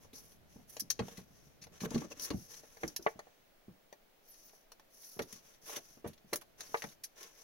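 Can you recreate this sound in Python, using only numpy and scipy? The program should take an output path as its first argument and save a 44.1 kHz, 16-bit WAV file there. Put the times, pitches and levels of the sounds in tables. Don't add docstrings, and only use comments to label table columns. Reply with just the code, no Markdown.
import sys
import numpy as np
from scipy import signal
from scipy.fft import rfft, irfft, next_fast_len
from scipy.io import wavfile
from scipy.ndimage import uniform_filter1d

SR = 44100
rng = np.random.default_rng(int(sys.argv[2]) if len(sys.argv) > 2 else 0)


def output_pcm(signal):
    pcm = np.clip(np.atleast_2d(signal).T, -1, 1) * 32767
    wavfile.write(sys.argv[1], SR, np.round(pcm).astype(np.int16))


N = 327706
RING = 4096
AGE = np.arange(RING) / SR


def undb(db):
    return np.exp(np.asarray(db) * np.log(10) / 20)


def panned(db):
    return undb(np.array([[db], [-db]]) / 2)


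def level(x, db, size=None):
    return x * undb(db) / np.sqrt(np.mean(x[..., :size] ** 2))


def fade(t, t60):
    return undb(-60 * t / t60)


def add(out, s, x):
    i = max(int(s * SR), 0)
    out[:, i:i + x.shape[1]] += x[:, :N - i]


def through(x, response):
    x = np.atleast_2d(x)
    size = next_fast_len(x.shape[1] + np.shape(response)[-1], True)
    return irfft(rfft(x, size) * rfft(response, size), size)[:, :x.shape[1]]


def band(x, lo, hi, order=3):
    size = next_fast_len(x.shape[-1] + 1024, True)
    s = 1j * (np.arange(size // 2 + 1) + 1e-6) * SR / size
    slope = 1
    for pole in signal.buttap(order)[1]:
        slope = slope * (s / hi - pole) * (lo / s - pole)
    return irfft(rfft(x, size) / slope, size)[..., :x.shape[-1]]


def colour(points, size=512):
    hz, *columns = np.transpose(points)
    f = np.maximum(np.arange(size // 2 + 1) * SR / size, 1)
    log_gains = np.log(undb([np.interp(np.log(f), np.log(hz), c) for c in columns]))
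    cepstrum = irfft(log_gains)
    cepstrum[:, 1:size // 2] *= 2
    cepstrum[:, size // 2 + 1:] = 0
    return irfft(np.exp(rfft(cepstrum)))


def smooth_noise(count, *widths):
    wander = rng.standard_normal(count)
    for width in widths:
        wander = uniform_filter1d(wander, size=width)
    return level(wander, 0)


def diffuse(size, split_hz=550):
    mid, side = rng.standard_normal((2, size))
    keep = np.exp(-2 * np.pi * split_hz / SR)
    side = signal.lfilter([keep, -keep], [1, -keep], side)
    return np.array([mid + side, mid - side]) / np.sqrt(2)


def slips(size, spread_db):
    strength = undb(spread_db * np.minimum(rng.exponential(size=size), 6))
    return level(rng.choice([-1, 1], size) * strength, 0)


def booth(echo_db, t60, lag=0):
    onset = np.clip((AGE - .001) / 0.00024, 0, 1)
    echoes = diffuse(RING) * fade(AGE, t60) * onset
    response = echoes * undb(echo_db) / np.sqrt(np.sum(echoes ** 2) / 2)
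    lag = int(round(lag))
    response[0, max(-lag, 0)] += 1
    response[1, max(lag, 0)] += 1
    return response


# f/Hz, left level/dB, right level/dB
PORT_COLOUR = [(930, -3, -4), (1466, -7.5, -6), (1900, -1, 0), (2723, -1.5, -7), (3670, -3, 5),
               (4340, 12.5, 1), (4540, -7, 12.5), (5060, 10.5, 6.5), (6000, 15.5, 10.5), (6210, 14, -4.5),
               (6640, 6, -5.5), (7570, -4.5, -13.5), (8650, -14.5, -7), (9760, 4.5, -12), (10750, -0.5, 6),
               (12000, -0.5, 0), (12000, -13.5, -1.5), (15900, -7.5, -7.5)]


def microphone_ports():
    return colour(PORT_COLOUR)


# f/Hz, level/dB per Hz
ROOM_SPECTRUM = [(20, 11.5), (50, -8), (90, -7.5), (170, -3), (260, -3.5), (450, -2), (640, 0),
                 (1000, -9.5), (2100, -10.5), (3400, -14), (5000, -16.5), (6000, -17), (8300, -24),
                 (11000, -18.5), (15500, -17)]
ROOM_DB = -67
# t/s, rumble level/dB
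ARM_RUMBLE = [(0.0, -67), (2.35, -67.5), (3.3, -81.5), (4.6, -104), (5.3, -82.5), (6.86, -70.5),
              (7.4, -104)]


def background():
    air = level(through(diffuse(N, split_hz=93), colour(ROOM_SPECTRUM, size=8192)), ROOM_DB)
    swell = undb(np.interp(np.arange(N) / SR, *np.transpose(ARM_RUMBLE)))
    return air + swell * level(band(diffuse(N, split_hz=16), 46, 184, order=2), 0)


# t/s, f/Hz, peak level/dB
WHINE_PATH = [(0, 15900, -98), (3.3, 15680, -82.5), (7.4, 15200, -83)]


def whine():
    s, *columns = np.transpose(WHINE_PATH)
    hz, db = (np.interp(np.arange(N) / SR, s, c) for c in columns)
    waver_hz = 40 * smooth_noise(N, 300)
    return undb(db) * np.sin(2 * np.pi * np.cumsum(hz + waver_hz) / SR)


# hiss (about 5.5-8.5 kHz) level/dB, scrape (about 0.4-3.4 kHz) level/dB,
# sheen (above about 10 kHz) level/dB
SLIDING_STROKES = [(0, 0.087, -66.5, -70, -67), (0.133, 0.083, -52.5, -65, -54),
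                   (0.17, 0.21, -65, -72, -63), (0.467, 0.19, -68.5, -75, -69), (0.67, 0.15, -62, -68, -58),
                   (0.989, 0.26, -60.5, -61, -61.5), (1.215, 0.4, -70, -76, -72.5),
                   (1.716, 0.083, -63, -62.5, -66), (1.74, 0.49, -63, -64.5, -68.5),
                   (1.799, 0.067, -50.5, -55.5, -51), (1.844, 0.023, -58, -45.5, -53),
                   (1.899, .1, -59, -56, -61), (1.993, 0.066, -58.5, -60, -62),
                   (2.099, 0.042, -50, -56, -55), (2.158, 0.2, -55, -56.5, -57.5),
                   (2.208, 0.063, -42, -71, -41.5), (2.334, .18, -58, -68, -58),
                   (2.478, .14, -52.5, -61, -55), (2.575, 0.33, -65, -68.5, -65.5),
                   (2.797, 0.16, -58, -60.5, -59.5), (3.005, .14, -60.5, -66.5, -61.5),
                   (3.084, 0.44, -79, -73.5, -87), (4.22, 0.44, -63.5, -77, -63),
                   (4.895, 0.41, -59, -73, -56.5), (5.267, 0.15, -56, -62.5, -59),
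                   (5.393, 0.21, -65, -67.5, -66), (5.611, 0.14, -58, -66.5, -58.5),
                   (5.654, 0.087, -54, -54, -52.5), (5.719, 0.078, -49, -47, -48.5),
                   (5.758, 0.26, -63.5, -71, -64.5), (6.046, 0.084, -63.5, -62.5, -65),
                   (6.271, 0.12, -66, -69.5, -67), (6.573, .1, -57, -60, -59.5),
                   (6.631, 0.33, -55.5, -61, -56), (7.151, .19, -57.5, -58.5, -60.5),
                   (7.306, 0.46, -60, -65.5, -62)]
SWELL_SHARE, SPEED_POWER = 0.4, 0.88


def stroke_gains():
    t = np.arange(N) / SR
    gains = np.zeros((3, N))
    for start, length, *db in SLIDING_STROKES:
        u = t[:int(length * SR)] / length
        speed = np.sin(np.pi * np.interp(u, [0, SWELL_SHARE, 1], [0, .5, 1]))
        add(gains, start, undb(db)[:, None] * speed ** SPEED_POWER)
    return gains


# f/Hz, level/dB, 60 dB decay t/s
HOLDER_MODES = [(205, -19, .08), (356, -12, .07), (440, -4, .06), (464, 0, .08), (582, -6, .09),
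                (680, -13, .1), (760, -14, .07), (865, -12, .08), (1060, -16, .08), (1150, -13, .09),
                (1420, -17, .07), (1750, -15, .09), (1870, -11, .05), (2280, -20, .08)]


def holder_ring():
    hz, db, t60 = np.transpose(HOLDER_MODES)[:, :, None]
    hz = hz * (1 + 0.018 * rng.standard_normal(hz.shape))
    ring = np.sum(undb(db) * fade(AGE, t60) * np.sin(2 * np.pi * hz * AGE), axis=0)
    return ring / np.sqrt(np.sum(ring ** 2))


def rubbing(ports, gains, judder_db=1.5, uneven_db=1.24, grain_db=5, scatter_t60=0.063):
    hiss, scrape, sheen = gains
    judder = smooth_noise(N, 260, 130)
    force = slips(N, grain_db) * undb(judder_db * judder)
    pressure = undb(uneven_db * smooth_noise(N, 900, 500))
    scattered_energy = np.abs(through(force ** 2, fade(AGE, scatter_t60) ** 2))
    grains = pressure * diffuse(N) * np.sqrt(scattered_energy)
    film = through(grains, ports)
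    plate = grains + undb(-10) * through(grains, holder_ring())
    return (hiss * level(band(film, 5500, 8540), 0)
            + sheen * level(band(film, 10250, 18000, order=5), 0)
            + scrape * level(band(plate, 445, 3420, order=2), 0))


THUMP_LAG = 14


def thump(db, hz, scuff_db, t60=0.057, scuff_t60=0.025, flutter_db=-6, sag=0.062):
    sagging_hz = hz * (1 + sag * (2 * np.exp(-AGE / 0.0054) - 1))
    phase = 2 * np.pi * np.cumsum(sagging_hz) / SR
    press = 1 - np.exp(-AGE / 0.00099)
    flutter = level(band(diffuse(RING, split_hz=170), 31, 264), flutter_db)
    flexing = (np.sin(phase) + flutter) * press * fade(AGE, t60)
    flex = through(flexing, booth(echo_db=-3, t60=0.21, lag=THUMP_LAG))
    scuffing = slips(RING, 7.5) * press * fade(AGE, scuff_t60)
    scuff = through(scuffing, booth(echo_db=13.0, t60=0.066) + undb(-1) * holder_ring())
    return level(flex, db, size=880) + level(band(scuff, 576, 425, order=2), scuff_db, size=880)


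# t/s, flex level/dB, mid-sag f/Hz, scuff level/dB
FINGERTIPS = [(0.044, -66, 210, -63), (0.132, -57.5, 276, -62), (0.559, -54, 226, -65.5),
              (0.593, -57, 203, -69), (0.82, -53, 226, -77), (0.992, -45, 288, -36),
              (1.007, -35.5, 219, -52), (1.18, -48.5, 200, -57.5), (1.816, -45.5, 217, -59),
              (1.833, -37, 198, -46), (1.853, -48, 246, -41.5), (1.911, -44, 217, -47),
              (1.944, -36, 243, -48), (1.957, -31.5, 244, -41), (2.016, -44.5, 300, -50),
              (2.043, -51, 300, -53), (2.109, -56.5, 358, -49.5), (2.306, -37.5, 291, -42.5),
              (2.344, -35.5, 182, -67), (2.84, -40, 335, -47), (2.993, -52.5, 360, -59),
              (3.157, -57, 208, -79), (3.682, -51, 217, -68), (5.165, -56.5, 218, -59),
              (5.193, -46, 382, -39), (5.205, -48, 233, -50), (5.329, -57.5, 216, -80),
              (5.766, -56.5, 383, -49), (5.971, -62, 245, -66), (6.043, -53, 390, -42.5),
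              (6.06, -43.5, 222, -48.5), (6.245, -62, 195, -84), (6.327, -45.5, 358, -41.5),
              (6.843, -48.5, 218, -68)]
SETTLE_S, SETTLE_DB, SETTLE_PITCH = 0.025, -10.5, 0.754


def thumps(settle_scuff_db=-14):
    out = np.zeros((2, N))
    for s, db, hz, scuff_db in FINGERTIPS:
        add(out, s, thump(db, hz, scuff_db))
        settled = thump(db + SETTLE_DB, hz * SETTLE_PITCH, scuff_db + settle_scuff_db)
        add(out, s + SETTLE_S, settled)
    return out


ONSET_S = .01


def tick(ports, edge_db, body_db, sheen_db, length, pan, grain_db=4, swell_db=-17, swell_s=0.00042):
    rise = np.maximum(AGE - ONSET_S, 0) / length
    swell = undb(swell_db) * np.exp(-np.abs(AGE - ONSET_S) / swell_s)
    force = slips(RING, grain_db) * (rise * np.exp(1 - rise) + swell)
    flurry = through(through(force, booth(echo_db=1.5, t60=0.06)), ports) * panned(pan)
    return (level(band(flurry, 6050, 5750, order=4), edge_db, size=880)
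            + level(band(flurry, 1125, 3300), body_db, size=880)
            + level(band(flurry, 7370, 21000, order=5), sheen_db, size=880))


# onset t/s, edge (around 6 kHz) level/dB, body (about 1.1-3.3 kHz) level/dB,
# sheen (above about 7.4 kHz) level/dB, slip length t/s, left minus right level/dB
SLEEVE_TICKS = [(0.13, -66, -63, -65, .0028, 3), (0.252, -76, -88, -66, 0.0011, -10),
                (0.695, -61.5, -71, -55, 0.0029, -6), (0.796, -43.5, -59, -38.5, .0022, -1),
                (0.8036, -39, -62.5, -45, 0.001, 2), (0.901, -31.5, -47.5, -44, 0.002, 12),
                (0.9027, -36.5, -44.5, -38, .0013, -7), (0.991, -46.5, -44, -61, 0.0017, 4),
                (1.114, -66, -64, -75, .002, 2), (1.171, -53, -56, -58, 0.0031, 5),
                (1.614, -56.5, -65, -68, 0.0076, 0.5), (1.639, -54, -56.5, -58, 0.00091, 5),
                (1.804, -51.5, -51, -73, 0.0016, 2), (1.906, -49.5, -56, -55, 0.00056, 4),
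                (1.944, -47.5, -49.5, -57, 0.0028, 2), (1.978, -50, -54, -57, 0.0014, 6),
                (2.197, -44, -58, -52, 0.00045, 3), (2.303, -45.5, -45, -54.5, 0.0016, 4),
                (2.878, -44.5, -75, -51, 0.0005, 1), (2.962, -38.5, -49, -40.5, 0.00093, -4),
                (3.025, -56.5, -89, -60.5, 0.00048, -3), (5.2183, -49, -55, -54, 0.0027, -3),
                (5.325, -51.5, -61, -50.5, 0.00091, 10), (5.761, -41.5, -47.5, -45.5, 0.0024, -3),
                (6.073, -59, -61.5, -54, .0027, -8), (6.13, -64, -65.5, -68, 0.0023, 0),
                (6.177, -67.5, -68, -84, .0015, 4), (6.331, -47, -40, -38.5, 0.002, -2),
                (6.358, -42, -50, -38.5, 0.00051, -1), (7.035, -45, -55.5, -45.5, 0.0045, -0.5),
                (6.412, -62, -63, -58.5, 0.00092, -10), (6.77, -56, -53, -63, 0.0024, -2),
                (6.913, -70, -69, -67, 0.0012, 0), (7.229, -52, -63, -55.5, 0.00057, -2)]


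def ticks(ports):
    out = np.zeros((2, N))
    for s, *flurry in SLEEVE_TICKS:
        add(out, s - ONSET_S, tick(ports, *flurry))
    return out


CLICK_BODY_DB, CLICK_SHEEN_DB = -4, -6
CRINKLES_PER_S, CRINKLE_DB = 3.8, -2
TOUCHES_PER_S, TOUCH_DB = 4, 6


def fidgets(ports, hiss, touch_hz=205, touch_scuff_db=-11, crinkle_s=0.0017):
    out, duration = np.zeros((2, N)), N / SR
    for when, pan in rng.random((int(CRINKLES_PER_S * duration), 2)):
        crinkle = tick(ports, 0, CLICK_BODY_DB, CLICK_SHEEN_DB, crinkle_s, 10 * (pan - .5))
        add(out, when * duration, crinkle * undb(CRINKLE_DB) * hiss[int(when * N)])
    for when, pitch in rng.random((int(TOUCHES_PER_S * duration), 2)):
        db = np.interp(when * duration, *np.transpose(ARM_RUMBLE)) + TOUCH_DB
        hz = touch_hz * 2 ** (pitch - .5)
        add(out, when * duration, thump(db, hz, db + touch_scuff_db))
    return out


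# t/s, level/dB, contact f/Hz, rattle level/dB relative to the push,
# edge click level/dB, left minus right level/dB, lag of the right port/samples
HOLDER_KNOCKS = [(0.7674, -48, 680, -25, -49.5, 0, 11.5), (0.904, -57, 590, -20, -73, -2, 3),
                 (1.083, -49, 646, -27, -55.5, 0, 5), (1.669, -57, 710, -10, -66.5, -2, 12.5),
                 (2.635, -56, 514, -21, -69, 1, 11), (2.77, -56, 696, -7, -63, 0, 16),
                 (2.833, -35, 573, 0.5, -50, -1.5, 12.5), (3.0645, -24.5, 834, -8.5, -62, -0.5, 13),
                 (3.1923, -45.5, 850, -8.5, -57, 0, 9.5), (3.27, -58, 700, -16, -82, -2, 15),
                 (3.927, -51.5, 595, -19, -58, 1.5, 15), (4.534, -61.5, 650, -19, -78, -3, 2),
                 (4.719, -62.5, 830, -26, -54, 0.5, -4), (4.797, -61.5, 960, -5, -65, -1, 5),
                 (5.192, -38, 624, 4, -47.5, -1, 13), (5.696, -48, 970, -20, -51, -1, -8),
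                 (6.329, -36, 574, 0, -58, 1, -3), (6.419, -57.5, 1150, -8, -60.5, 2, -7),
                 (6.607, -51.5, 1320, -20, -44.5, 0.5, -18), (6.744, -28.5, 960, -9.5, -59, 0.5, -9.5),
                 (6.822, -44, 2000, -18, -47, 2, -1.5), (6.84, -42, 900, -3, -51, 3, -10)]
CLICK_S = 0.00078


def knocks(ports, cycles=0.23, ring_db=-5, ring_delay=0.0022, low_hz=170):
    out = np.zeros((2, N))
    for s, db, hz, rattle_db, click_db, pan, lag in HOLDER_KNOCKS:
        turn = hz * AGE
        push = level(turn ** 3 * np.exp(-turn / cycles) * np.sin(2 * np.pi * turn), 0)
        rattling = slips(RING, 7) * AGE * fade(AGE, 0.015)
        rattle = level(band(rattling, 1250, 2000, order=5), rattle_db)
        strike = through(push + rattle, booth(echo_db=-2.0, t60=0.051, lag=lag))
        swell = 1 - np.exp(-(AGE / ring_delay) ** 2)
        driven_modes = band(holder_ring() * swell, 0.55 * hz, 5000, order=2)
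        ring = through(driven_modes, booth(echo_db=0, t60=0.0083, lag=lag))
        struck = band(level(strike, 0) + level(ring, ring_db), low_hz, 7200, order=1)
        knock = through(struck, ports) * panned(pan)
        click = tick(ports, click_db, click_db + CLICK_BODY_DB, click_db + CLICK_SHEEN_DB, CLICK_S, pan)
        start = s - .0007
        add(out, start, level(knock, db, size=440))
        add(out, start - ONSET_S, click)
    return out


# t/s, length t/s, start f/Hz, end f/Hz, level/dB
GLOVE_SQUEAKS = [(2.015, 0.035, 1170, 1160, -59), (2.113, 0.018, 2770, 2500, -52.5),
                 (4.271, 0.065, 12800, 8900, -61), (4.433, 0.051, 15500, 13400, -64)]


def squeaks():
    out = np.zeros((2, N))
    for s, length, start_hz, end_hz, db in GLOVE_SQUEAKS:
        u = np.linspace(0, 1, int(length * SR))
        unsteady = 1 + .04 * smooth_noise(len(u), 40)
        hz = (start_hz + (end_hz - start_hz) * u ** 2) * unsteady
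        tone = np.sin(2 * np.pi * np.cumsum(hz) / SR) * np.sin(np.pi * u)
        add(out, s, level(through(tone, booth(echo_db=3, t60=0.089)), db))
    return out


def room_tail(x, low_db=-19, high_db=-21, low_t60=0.32, high_t60=0.27):
    t = np.arange(SR) / SR
    noise = diffuse(SR) * np.clip(t / 0.023, 0, 1)

    def unit_tail(t60):
        tail = noise * fade(t, t60)
        return tail / np.sqrt(np.sum(tail ** 2) / 2)

    low = band(unit_tail(low_t60), 64.3, 790, order=2)
    high = band(unit_tail(high_t60), 1100, 6000, order=1)
    return through(x, undb(low_db) * low + undb(high_db) * high)


def scene():
    ports, gains = microphone_ports(), stroke_gains()
    hands = rubbing(ports, gains) + thumps() + ticks(ports)
    hands = hands + fidgets(ports, gains[0]) + knocks(ports) + squeaks()
    return background() + whine() + hands + room_tail(hands)


TOP_HZ = 15900


def record(dry):
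    return signal.sosfilt(signal.ellip(10, .2, 80, TOP_HZ, fs=SR, output="sos"), dry)


dry = scene()
out = record(dry)
output_pcm(out)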